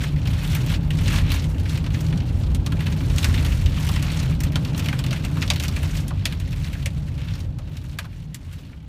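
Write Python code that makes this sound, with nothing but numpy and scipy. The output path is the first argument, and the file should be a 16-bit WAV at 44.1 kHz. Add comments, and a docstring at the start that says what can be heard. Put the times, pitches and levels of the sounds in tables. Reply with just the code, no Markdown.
"""Wind-driven rain on the roof and glass of a car, heard in the cabin.
From the start single heavy drops strike over gusts that throw sheets of small drops; each drop is a
noise splash in third-octave bands that the cabin holds for a few hundredths of a second.
Under it wind and road shake panels and cabin air: resonant noise plus a fluttering hiss.
All of it fades from 4.33 s on; the heaviest drop strikes at 5.5 s, early in the fade."""
import sys
import numpy as np
from scipy import signal
from scipy.fft import rfft, irfft
from scipy.io import wavfile
from scipy.ndimage import uniform_filter1d

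SR = 44100
rng = np.random.default_rng(int(sys.argv[2]) if len(sys.argv) > 2 else 0)


def dump(signal):
    """Clip the signal to [-1, 1] and save it as 16-bit WAV at the path in sys.argv[1]."""
    limited = np.clip(np.atleast_2d(signal).T, -1, 1)
    pcm = np.round(limited * 32767).astype(np.int16)
    wavfile.write(sys.argv[1], SR, pcm)


N = 391605
TIME_S = np.arange(N) / SR
FREQ_HZ = np.maximum(np.arange(N // 2 + 1) * SR / N, 1.)

# heavy drops: t/s, peak level/dB, thud (low end)/dB and tick (top end)/dB against an average drop
HEAVY_DROPS = [(0.161, -17, -23, -7), (0.2538, -28, 7, -1), (0.2723, -20, 7, -6), (0.53, -16, -2, -7),
               (0.5488, -22.5, -9, 16), (0.6625, -25, -19, 12), (0.7, -14.5, 3, -8), (0.739, -15.5, -10, 0),
               (0.905, -14.5, -12, -3), (0.986, -14, -9, -1.5), (1.0584, -13, -6, -16),
               (1.0786, -9, -5, -1), (1.1, -13, -1, -5), (1.1394, -25, 12, -5), (1.1797, -20.5, 11, 5),
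               (1.292, -21, -3, -11), (1.3176, -9, -9, 1), (1.3676, -16, -7, -18), (1.4408, -21.5, 5, -3),
               (1.597, -32.5, -3, 9.5), (1.6933, -22, -6, 4.5), (1.774, -16.5, -1, -5),
               (1.841, -26.5, 9, -2), (1.863, -21, 3, -4), (1.9438, -14, 5, -15), (2.0063, -35.5, 1, 26),
               (2.1254, -18.5, 6, -14.5), (2.175, -26, 0, -4), (2.203, -19, -15, -6),
               (2.4345, -23.5, 6, -11), (2.547, -21, -2, 10), (2.6623, -18, 5, 3), (2.72, -15.5, 3, -7),
               (2.8053, -14.5, -5, -5), (2.8655, -10, -4.5, -6.5), (2.924, -19.5, -4, -6),
               (3.005, -17.5, 11, -26), (3.099, -10.5, -10, -16), (3.1606, -18, 0, -4),
               (3.182, -12.5, 1.5, 0), (3.228, -8, -4, -9), (3.243, -4, -4, -0.5), (3.294, -20.5, 11, -13),
               (3.3406, -14, -1, -4), (3.3767, -5, -14, -19), (3.4478, -14, -7, 1), (3.463, -9, -9, -5),
               (3.4245, -23, 2, 0), (3.659, -10, -10, -5.5), (3.7725, -27, 20, -15), (3.807, -27, 10, 1),
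               (3.8666, -23, -13, 8), (3.889, -16, 9, 0), (3.9606, -12.5, 1, -9), (4.025, -15, -1, 5),
               (4.081, -21.5, 9, -12), (4.117, -21, 2, 3), (4.3086, -30, 9, 5), (4.4038, -15, -18, 7),
               (4.435, -18, -3, 10), (4.5203, -27.5, 3, 7), (4.556, -5, -2.5, -6), (4.6486, -22.5, 4, 6),
               (4.7457, -17, 8, -15), (4.778, -27.5, -7, 20.5), (4.7944, -21, -10, 8),
               (4.8444, -23.5, 9, 1), (4.858, -9.5, 1.5, -7.5), (4.885, -15.5, 0, 0), (4.9274, -15, 4, -5),
               (4.99, -15, -3, 3), (5.039, -13, 3, -5), (5.0632, -10.5, -11, -6), (5.108, -14.5, 4, -3),
               (5.128, -5, -7, -10), (5.2407, -16, 7.5, -11), (5.2485, -13.5, 2, -2),
               (5.369, -17, 12.5, -11), (5.4176, -7.5, -6, -4), (5.4235, -5.5, 3, -10), (5.477, -18, 0, -3),
               (5.5012, 7, -7.5, -10.5), (5.5344, -23, -8, 13), (5.559, -7.5, -5, -8), (5.579, -22, -7, -3),
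               (5.598, -17, 2, 6.5), (5.625, -15, -16, 5), (5.636, -12, -1, 2), (5.6494, -20, 0, 1),
               (5.681, -15.5, 2.5, 3), (5.7628, -12.5, 6.5, -5.5), (5.83, -23, 16, 6),
               (6.08, -27.5, -2, 18), (6.1065, -27.5, 25.5, -9), (6.1934, -33, 0, 1), (6.254, -5.5, -2, 6),
               (6.3236, -14.5, 1, -2), (6.399, -20, 2, 0), (6.508, -27.5, -6, 6), (6.528, -23.5, 4, 4),
               (6.6435, -17.5, -2, -6), (6.7307, -13, -18, 0), (6.8259, -21, -8, 1),
               (6.8582, -4.5, -5, 3.5), (7.076, -31.5, -2, 7), (7.178, -21, 1, -3),
               (7.215, -14.5, -12, -16), (7.586, -25.5, 18, 2), (7.7683, -11.5, -24, 2.5),
               (7.9299, -19.5, -3, -10), (7.9868, 0, -3, 1.5), (8.043, -25.5, 25, -5),
               (8.0514, -25, 16, -2), (8.3444, -8.5, -9.5, 7), (8.5286, -24, -12, 11)]
# gusts throwing sheets of small drops: t of the height/s, peak level of a small drop/dB,
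# swell/s, ebb/s, tick/dB against an average drop
GUSTS = [(0.04, -41.5, 0.026, 0.013, 3.5), (0.3, -45.5, 0.033, .06, 1), (0.42, -43, 0.057, 0.068, 2.5),
         (0.54, -45.5, 0.064, 0.074, 4), (0.73, -41, 0.041, 0.024, 2), (0.95, -47, 0.021, 0.11, 1.5),
         (1.13, -38.5, 0.059, 0.057, 0.5), (1.25, -43, 0.035, 0.043, -6), (1.33, -38, 0.037, 0.041, 1),
         (1.76, -45, 0.068, 0.021, 4), (1.97, -54, 0.12, 0.084, 7), (2.83, -48.5, 0.052, .07, -1),
         (3.25, -45.5, 0.12, 0.28, 3.5), (3.89, -45, .14, 0.13, 0), (4.15, -43, 0.15, 0.12, -2.5),
         (4.43, -55, 0.025, 0.099, 7), (4.58, -58, .03, 0.015, 2), (4.79, -44, .025, .03, -2),
         (4.89, -53, .02, 0.047, -4), (5.14, -42, 0.017, .025, 0.5), (5.44, -49.5, 0.17, 0.018, 4),
         (5.62, -48, 0.088, .05, 2), (5.77, -44.5, 0.053, 0.12, 4.5), (5.99, -43.5, 0.043, 0.0099, 7.5),
         (6.27, -47, 0.071, 0.046, 5), (6.66, -46, .06, 0.12, 1), (7.3, -43.5, 0.11, 0.085, 1),
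         (7.66, -50, 0.056, 0.19, -3), (8.55, -45, 0.057, 0.24, 3)]
# small drops between gusts: t/s, peak level of a small drop/dB
LULL = [(0.0, -48.5), (0.2, -52), (0.85, -55.5), (1.5, -55.5), (2.2, -52.5), (2.6, -57.5), (3.0, -51.5),
        (3.6, -50), (4.4, -53.5), (5.0, -49.5), (5.23, -52.5), (6.1, -49.5), (7.0, -51), (7.55, -56.5),
        (8.0, -51.5), (8.45, -51), (8.76, -68), (8.88, -67)]
# colour of a splash through glass and trim: f/Hz, density/dB per Hz
GLASS = [(290, -33), (500, -9.5), (553, -2), (761, -6.5), (843, -5), (1110, -2.5), (2770, 1.5),
         (4470, -3.5), (5090, -8.5), (5550, -8), (9630, -15), (10500, -17.5), (14700, -18.5), (15300, -29),
         (16000, -45.5)]
# ring of the nearest window: f/Hz, width/Hz, level over the splash colour/dB
PANE = [(2640, 43, 0.5), (4800, 30, -9), (5360, 180, 2.5)]
# decay of the cabin: f/Hz, t60/s
CABIN_T60 = [(600, 0.14), (1500, 0.1), (3500, 0.078), (9000, 0.072)]
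# rumble: t/s, cabin boom level/dB, panel level/dB, road hiss level/dB
RUMBLE = [(0.0, -23, -25.5, -35), (0.9, -22, -22, -33.5), (1.2, -18.5, -24.5, -32),
          (1.66, -23, -26.5, -34.5), (2.15, -25.5, -21.5, -33), (2.35, -19, -28, -33.5),
          (2.8, -23, -24.5, -32.5), (3.36, -18, -23.5, -30.5), (3.65, -18, -27, -34),
          (4.1, -23.5, -26, -33), (4.6, -25, -25, -32), (5.12, -26, -22.5, -32.5), (5.6, -22, -25, -32),
          (6.3, -21.5, -24, -34.5), (6.7, -19, -24, -36), (7.0, -20, -22.5, -33), (8.1, -23.5, -25, -34.5),
          (8.88, -20.5, -24.5, -32)]
# resonances of the cabin air: f/Hz, width at -6 dB/Hz, relative level/dB
BOOM = [(46.1, 17.7, 0.5), (78.4, 40, 1.5), (94.2, 17.5, 1)]
# resonances of the body panels: f/Hz, width at -6 dB/Hz, relative level/dB
PANELS = [(125.5, 21.7, -4), (152.8, 26, -2.5)]
# colour of the road hiss: f/Hz, relative density/dB per Hz
ROAD = [(110, -21), (185, -2.5), (225, -6.5), (272, -5), (310, -11), (370, -17), (450, -20), (560, -20),
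        (756, -27), (842, -24), (1200, -33.5), (1600, -34), (2600, -120)]
# share of the thud and of the tick that reaches a band: f/Hz, factor
THUD_SHARE = [(1100, 0.96), (2000, 0.23)]
TICK_SHARE = [(4000, 0.29), (6800, 0.87), (14000, 1.0)]

ECHO_S, ECHO_DB = 0.004, -7  # first return from the facing window
LULL_TICK_DB, TICK_WANDER_DB = 0.4, 2.5  # tick of lull drops against an average drop; rms wander, all small drops
FADE_FROM_S, FADE_ZERO_S = 4.33, 9.5  # the zero lies past the end
TOP_HZ = 15500


def splashes(drops, patchy_db, crack_t60_s, linger_db, rise_s, rise_cycles, tilt_db_per_oct):
    """Each drop cracks, echoes once and lingers in the cabin: noise with its own level per band."""
    bands_hz = 500 * 2 ** (np.arange(16) / 3)
    _, peak_db, thud_db, tick_db = drops.T
    index = (drops[:, 0] * SR).astype(int)
    # neighbouring bands share part of their colour
    colour_db = rng.standard_normal((len(drops), len(bands_hz)))
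    colour_db = patchy_db * uniform_filter1d(colour_db, size=3, axis=1)

    spectrum = 0
    for k, hz in enumerate(bands_hz):
        level_db = peak_db + colour_db[:, k]
        level_db = level_db + on_log(hz, THUD_SHARE) * thud_db + on_log(hz, TICK_SHARE) * tick_db

        crack = fall(np.bincount(index, db_to_power(level_db), N), crack_t60_s)
        echo = db_to_power(ECHO_DB) * np.roll(crack, int(ECHO_S * SR))
        linger_hits = np.bincount(index, db_to_power(level_db + linger_db), N)
        power = crack + echo + fall(linger_hits, on_log(hz, CABIN_T60))

        # low bands take more time to build up
        rise = np.hanning(max(int((rise_s + rise_cycles / hz) * SR), 3))
        power = signal.oaconvolve(power, rise / rise.sum())[:N]
        noise = np.sqrt(np.abs(power)) * rng.standard_normal(N)
        band_gain = np.cos(np.pi / 2 * np.clip(3 * np.log2(FREQ_HZ / hz), -1, 1))
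        spectrum = spectrum + rfft(noise) * band_gain
    return irfft(spectrum * glass_response(tilt_db_per_oct), N)


def glass_response(tilt_db_per_oct):
    """Splash colour with the pane resonances; harder blows are given a brighter tilt."""
    colour = db_to_gain(on_log(FREQ_HZ, GLASS) + tilt_db_per_oct * np.log2(FREQ_HZ / 3000))
    ring = sum((db_to_gain(db) - 1) / (1 + 2j * (FREQ_HZ - hz) / width_hz) for hz, width_hz, db in PANE)
    return colour * (1 + ring)


def small_drops(count=8000, spread_db=4.0):
    """Drops at random moments, many small and few large, following the sheets; rows as HEAVY_DROPS."""
    chance = rng.random((count, 2))
    at_s = chance[:, 0] * TIME_S[-1]
    size_db = np.minimum(-spread_db * np.log(chance[:, 1]), 15.)
    peak_db, tick_db = sheet_levels(at_s)
    tick_db = tick_db + TICK_WANDER_DB * np.interp(at_s, TIME_S, walk(8.))
    return np.transpose([at_s, peak_db + size_db, np.zeros(count), tick_db])


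def sheet_levels(at_s):
    """Peak and tick of small drops/dB: each gust swells and ebbs as a bell added to the lull's power."""
    height_s, peak_db, swell_s, ebb_s, tick_db = np.transpose(GUSTS)[:, :, None]
    side_s = np.maximum(np.where(at_s < height_s, swell_s, ebb_s), 1e-3)
    gusts = db_to_power(peak_db) * np.exp(-((at_s - height_s) / side_s) ** 2)
    lull = db_to_power(np.interp(at_s, *np.transpose(LULL)))
    power = lull + gusts.sum(axis=0)
    mean_tick_db = (lull * LULL_TICK_DB + (gusts * tick_db).sum(axis=0)) / power
    return 10 * np.log10(power), mean_tick_db


def rumble():
    """Cabin air and panels ring under wind and road; a fluttering hiss lies above them."""
    boom_db, panel_db, road_db = curves(RUMBLE)
    boom = db_to_gain(boom_db) * ringing(BOOM)
    panels = db_to_gain(panel_db) * ringing(PANELS)
    hiss = unit(shaped(rng.standard_normal(N), db_to_gain(on_log(FREQ_HZ, ROAD))))
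    flutter_db = 0.75 * walk(16.)
    return boom + panels + db_to_gain(road_db + flutter_db) * hiss


def ringing(modes):
    """Noise through steep resonances; rms 1."""
    power = 0
    for hz, width_hz, db in modes:
        detune = (FREQ_HZ - hz) / (width_hz / 2)
        power = power + db_to_power(db) / (1 + detune ** 2) ** 2
    return unit(shaped(rng.standard_normal(N), np.sqrt(power)))


def fall(power, t60_s):
    """Each impulse of power decays exponentially by 60 dB in t60_s."""
    return signal.lfilter([1], [1, -np.exp(-2 * np.log(1000) / (t60_s * SR))], power)


def walk(rate_hz):
    """Random levels held 1 / rate_hz and smoothed by two moving averages; rms 1."""
    hold = int(SR / rate_hz)
    steps = np.repeat(rng.standard_normal(N // hold + 1), hold)
    return unit(uniform_filter1d(uniform_filter1d(steps, hold), hold)[:N])


def shaped(x, gain):
    """x filtered by a gain given on FREQ_HZ."""
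    return irfft(rfft(x) * gain, N)


def curves(table):
    """Columns of a (t/s, ..) table, interpolated at every sample."""
    t_s, *columns = np.transpose(table)
    return [np.interp(TIME_S, t_s, column) for column in columns]


def on_log(hz, table):
    """(f/Hz, value) rows interpolated on a log-frequency axis."""
    table_hz, values = np.transpose(table)
    return np.interp(np.log(hz), np.log(table_hz), values)


def unit(x):
    """x scaled to rms 1."""
    return x / np.sqrt(np.mean(x ** 2))


def db_to_gain(db):
    """dB to amplitude ratio."""
    return 10 ** (np.asarray(db) / 20)


def db_to_power(db):
    """dB to power ratio."""
    return 10 ** (np.asarray(db) / 10)


def scene():
    """Heavy drops, sheets of small ones and the rumble under one linear fade."""
    heavy = splashes(np.array(HEAVY_DROPS), patchy_db=5.0, crack_t60_s=0.0071, linger_db=-7.5,
                     rise_s=0.00074, rise_cycles=7.2, tilt_db_per_oct=1.12)
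    small = splashes(small_drops(), patchy_db=7.5, crack_t60_s=0.016, linger_db=-2.5,
                     rise_s=0.0023, rise_cycles=6.4, tilt_db_per_oct=0.24)
    fade = np.clip((FADE_ZERO_S - TIME_S) / (FADE_ZERO_S - FADE_FROM_S), 0, 1)
    return (fade * (heavy + small + rumble()))[None]


def record(dry):
    """The microphone drops the deepest bass; a steep low-pass cuts the top."""
    bass_cut = signal.butter(5, 34., "highpass", fs=SR, output="sos")
    top_cut = signal.ellip(10, .2, 80, TOP_HZ, fs=SR, output="sos")
    return signal.sosfilt(top_cut, signal.sosfilt(bass_cut, dry))


dry = scene()
out = record(dry)
dump(out)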